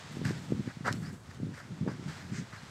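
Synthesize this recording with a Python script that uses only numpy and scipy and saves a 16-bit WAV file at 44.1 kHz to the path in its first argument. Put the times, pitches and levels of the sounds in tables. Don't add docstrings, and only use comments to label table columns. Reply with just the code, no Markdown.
import sys
import numpy as np
from scipy.fft import rfft, irfft, next_fast_len
from scipy.io import wavfile
from scipy.ndimage import map_coordinates

SR = 44100
rng = np.random.default_rng(int(sys.argv[2]) if len(sys.argv) > 2 else 0)


def master_out(mix):
    frames = np.transpose(np.atleast_2d(mix))
    ceiling = np.clip(frames, -1, 1)
    pcm = np.round(ceiling * 32767).astype(np.int16)
    wavfile.write(sys.argv[1], SR, pcm)


N = 119070
TIME_S = np.arange(N) / SR


def amp(db):
    return 10 ** (np.asarray(db) / 20)


def unit(x):
    return x / np.sqrt(np.mean(x ** 2) + 1e-20)


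def curve(points):
    return np.interp(TIME_S, *np.transpose(points))


def wobble(knots_per_s):
    return map_coordinates(rng.standard_normal(4096), [TIME_S * knots_per_s], mode="wrap")


def filtered(x, response):
    size = next_fast_len(N + SR // 2)
    return irfft(rfft(x, size) * response(np.fft.rfftfreq(size, 1 / SR)), size)[:N]


def coloured(x, colour):
    f, db = np.transpose(colour)
    return unit(filtered(x, lambda hz: amp(np.interp(np.log(hz + 1), np.log(f), db))))


def noise(colour):
    return coloured(rng.standard_normal(N), colour)


def stroke(start_s, rise_s, hold_s, fall_s):
    t = TIME_S - start_s
    swell = np.clip(t / max(rise_s, 1e-3), 0, 1) ** 1.22
    return swell * amp(-20 * np.maximum(t - rise_s - hold_s, 0) / max(fall_s, 1e-3))


def grains(colour, hiss=0.64, per_s=2500, spread_db=3.5):
    hits = rng.random(N) < per_s / SR
    sizes = amp(spread_db * np.minimum(rng.exponential(size=N), 4))
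    signs = np.sign(rng.standard_normal(N))
    return coloured(unit(hits * sizes * signs) + hiss * rng.standard_normal(N), colour)


# f/Hz, level/dB
GRIT_COLOUR = [(1200, -35), (2600, 0), (3500, -3.5), (4900, 3), (6500, -4.5), (8000, -4), (9700, -17.5),
               (12500, -16.5), (15500, -44)]

def sole(strokes, colour):
    crunch, grit = grains(colour), grains(GRIT_COLOUR)
    return sum(stroke(*timing) * (amp(crunch_db) * crunch + amp(grit_db) * grit)
               for *timing, crunch_db, grit_db in strokes)


# t/s, rise/s, hold/s, fall/s, crunch/dB, grit/dB
SCUFFS = [(.243, 0.0068, 0.035, 0.13, -44, -48), (.668, 0.011, 0.041, -0.73, -52, -66),
          (.9, 0.0048, 0.0071, 0.06, -47.5, -54.5), (1.015, 0.016, 0.07, 0.03, -52.5, -59),
          (1.292, 0.0144, 0.0095, -0.4, -53.5, -60.5), (1.522, 0.023, 0.055, 0.12, -52.5, -60),
          (1.876, 0.0049, .033, 0.14, -53.5, -60), (2.076, 0.005, 0.0083, 0.48, -51, -55.5),
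          (2.522, 0.0053, .004, 0.2, -51, -60.5)]
# f/Hz, level/dB
CRUNCH_COLOUR = [(250, -52), (600, -9), (1000, -5.5), (1600, 2.5), (2000, -1), (2500, -11.5), (3500, -33.5),
                 (7000, -59)]

def scuffs():
    return sole(SCUFFS, CRUNCH_COLOUR)


# t/s, rise/s, hold/s, fall/s, crunch/dB, grit/dB
SCRAPES = [(.839, .038, .009, .028, -29, -44.5), (1.571, .008, .003, .018, -48, -66),
           (1.596, .008, .003, .018, -49, -66)]
# f/Hz, level/dB
SCRAPE_COLOUR = [(150, -23), (400, -8), (580, -2), (800, -5), (1050, -5), (1500, 1.5), (1900, -3.5),
                 (2300, -14.5), (3200, -43), (6000, -60)]

def scrapes(echo_s=0.007, echo_gain=0.24):
    direct = sole(SCRAPES, SCRAPE_COLOUR)
    return filtered(direct, lambda hz: 1 + echo_gain * np.exp(-2j * np.pi * hz * echo_s))


# f/Hz, level/dB
HEEL_COLOUR = [(150, -18), (400, 2), (600, -2.5), (900, -3), (1300, -7), (2000, -15.5), (3000, -27),
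               (6000, -52)]

def heel(level_db=-40):
    envelope = stroke(start_s=1.8745, rise_s=0.003, hold_s=0.005, fall_s=0.05)
    return amp(level_db) * envelope * grains(HEEL_COLOUR)


# t/s, dull peak/dB, bright peak/dB
TICKS = [(0.2524, -26, -33), (0.9264, -38, -27), (0.9345, -59, -37), (0.943, -68, -51), (1.346, -51, -43.5)]

def ticks(attack_s=0.0011, t60_s=0.0086):
    dull, bright = noise(CRUNCH_COLOUR), noise(GRIT_COLOUR)
    out = np.zeros(N)
    for start_s, dull_db, bright_db in TICKS:
        t = TIME_S - start_s
        envelope = np.clip(t / attack_s, 0, 1) * amp(-60 * np.abs(t) / t60_s)
        for band, peak_db in ((dull, dull_db), (bright, bright_db)):
            crack = band * envelope
            out += amp(peak_db) * crack / np.abs(crack).max()
    return out


# t/s, rise/s, hold/s, fall/s, level/dB
TRICKLES = [(0.115, 0.0036, 0.0036, 0.18, -63), (0.365, 0.013, 0.018, 0.44, -65.5),
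            (0.917, 0.0086, 0.084, 0.35, -64.5), (1.121, 0.0021, 0.0023, 0.08, -65.5),
            (1.544, .02, 0.027, .06, -67)]
# f/Hz, level/dB
TRICKLE_COLOUR = [(3000, -41), (6000, -3), (7800, 3.5), (9700, -6), (12000, -8), (14000, -14), (15500, -18)]

def trickles():
    envelope = sum(amp(db) * stroke(*timing) for *timing, db in TRICKLES)
    return envelope * grains(TRICKLE_COLOUR, hiss=0.27)


# t/s, peak/dB, contact corner/Hz
BUMPS = [(.045, -41.5, 151), (.17, -30.5, 390), (.216, -27.5, 460), (0.254, -26.5, 262), (.273, -30.5, 220),
         (0.308, -22, 437), (.506, -24.5, 226), (0.5219, -16, 407), (0.549, -24, 218), (.596, -23.5, 194),
         (.605, -26.5, 303), (.676, -23, 280), (.77, -34, 207), (.808, -30.5, 238), (0.91, -25, 206),
         (0.941, -27.5, 265), (.972, -33, 220), (1.025, -32, 180), (1.081, -31, 198), (1.134, -38.5, 170),
         (1.29, -38.5, 150), (1.347, -42, 150), (1.401, -32, 400), (1.432, -24.5, 280), (1.469, -32, 377),
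         (1.491, -34, 296), (1.811, -24.5, 165), (1.83, -24.5, 169), (1.842, -26, 236), (1.865, -27, 620),
         (1.876, -21.5, 407), (1.891, -29, 354), (1.917, -35.5, 500), (1.995, -30, 228),
         (2.027, -33.5, 288), (2.062, -36, 180), (2.083, -33, 162), (2.321, -28, 203), (2.331, -29, 208),
         (2.534, -39, 198), (2.633, -40, 172)]

def bumps(case_hz=180, width_hz=238, low_cut_hz=110, high_cut_hz=860):
    size, lead = 4096, 256
    hz = np.fft.rfftfreq(size, 1 / SR)
    s = 1j * hz
    resonance = s * width_hz / (case_hz ** 2 + s * s + s * width_hz)
    low_cut = s * s / (low_cut_hz ** 2 + s * s + s * low_cut_hz)
    high_cut = 1 / (1 + (hz / high_cut_hz) ** 4)
    out = np.zeros(N + SR)
    for at_s, peak_db, contact_hz in BUMPS:
        contact = s / (s + contact_hz) / (1 + (hz / contact_hz) ** 3.7)
        thud = np.roll(irfft(contact * resonance * low_cut * high_cut), lead)
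        out[round(at_s * SR) - lead:][:size] += amp(peak_db) * thud / np.abs(thud).max()
    return out[:N]


# t/s, level/dB re gain_db
RUB_LEVELS = [(0, -59.5), (.09, -50), (.19, -33.5), (.3, -31), (.36, -40.5), (.46, -43.5), (.55, -33),
              (.64, -44), (.69, -38), (.74, -64), (.82, -52.5), (.87, -34), (1.0, -40), (1.14, -39),
              (1.2, -62.5), (1.33, -56), (1.44, -34.5), (1.53, -42), (1.6, -55.5), (1.67, -48.5),
              (1.72, -36), (1.78, -46.5), (1.85, -33), (1.94, -43), (2.1, -41), (2.15, -54.5),
              (2.28, -45.5), (2.4, -34.5), (2.46, -58), (2.7, -53.5)]
# f/Hz, level/dB
RUB_COLOUR = [(25, -40), (50, -26), (80, -14.5), (115, 0), (160, 2), (240, -5), (330, -14), (480, -23.5),
              (700, -38), (1500, -70)]

def rubbing(gain_db=-1.5, flutter_db=1.5):
    rumble = noise(RUB_COLOUR) * amp(flutter_db * wobble(45))
    return amp(curve(RUB_LEVELS) + gain_db) * unit(rumble)


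# f/Hz, level/dB
SWISH_COLOUR = [(300, -19), (1000, -10.5), (1600, 8.5), (2000, 5.5), (2700, -2.5), (3700, -6.5), (5300, -2),
                (6700, -0.5), (8500, -9), (9700, -24), (12500, -29), (15500, -44)]

def swish(level_db=-47):
    envelope = stroke(start_s=2.305, rise_s=0.052, hold_s=0.036, fall_s=0.055)
    return amp(level_db) * envelope * noise(SWISH_COLOUR)


# t/s, level/dB re gain_db
RUSTLE_LEVELS = [(0, -53), (.24, -53), (.41, -54), (.6, -57), (.72, -57), (.8, -59), (.95, -55),
                 (1.1, -66.5), (1.14, -58.5), (1.19, -66), (1.3, -60.5), (1.48, -61), (1.64, -61),
                 (1.8, -59.5), (1.93, -59.5), (2.02, -56.5), (2.15, -54), (2.25, -58.5), (2.3, -57.5),
                 (2.48, -57.5), (2.58, -57.5), (2.7, -54.5)]
# f/Hz, level/dB
RUSTLE_COLOUR = [(100, -19), (400, 4), (800, 6), (1600, 4.5), (2100, 4), (2700, 0), (3500, 0.5),
                 (5000, -2.5), (8000, -7.5), (9700, -19.5), (12500, -23.5), (15500, -37)]

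def rustle(gain_db=2, flutter_db=0.85):
    texture = grains(RUSTLE_COLOUR, hiss=1.5)
    return texture * amp(curve(RUSTLE_LEVELS) + gain_db + flutter_db * wobble(29.3))


# t/s, length/s, start/Hz, end/Hz, level/dB
CHIRPS = [(.966, .02, 4250, 4450, -60), (1.04, .048, 4350, 5300, -57.5), (1.878, .04, 4850, 5150, -61),
          (2.578, .02, 4350, 4050, -59)]

def birds(waver_hz=100):
    out, waver = np.zeros(N), waver_hz * wobble(350)
    for start_s, length_s, from_hz, to_hz, db in CHIRPS:
        progress = np.clip((TIME_S - start_s) / length_s, 0, 1)
        envelope = np.sqrt(2 * np.abs(np.sin(np.pi * progress)))
        pitch_hz = from_hz + (to_hz - from_hz) * progress + waver
        out += amp(db) * envelope * np.sin(2 * np.pi * np.cumsum(pitch_hz) / SR)
    return out


# f/Hz, level/dB
BUFFET_COLOUR = [(25, -32), (50, -21), (80, 0.5), (110, 3), (160, -3), (260, -21), (600, -49)]

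def buffet(level_db=-59.5, swing_db=6):
    return amp(level_db + swing_db * wobble(3.22)) * noise(BUFFET_COLOUR)


# f/Hz, level/dB
BREEZE_COLOUR = [(20, -25), (60, 3.5), (150, -1), (400, -2.5), (800, -9), (1600, -7), (2600, -27.5),
                 (7000, -20.5), (10000, -26), (15500, -42)]

def breeze(level_db=-60.5, swing_db=1.3):
    return amp(level_db + swing_db * wobble(4.83)) * noise(BREEZE_COLOUR)


def scene():
    steps = scuffs() + scrapes() + heel() + ticks() + trickles()
    handling = bumps() + rubbing()
    background = swish() + rustle() + birds() + buffet() + breeze()
    return (steps + handling + background)[None]


BAND_LIMIT_HZ = 15700

def record(dry):
    return filtered(dry[0], lambda hz: hz < BAND_LIMIT_HZ)[None]


dry = scene()
out = record(dry)
master_out(out)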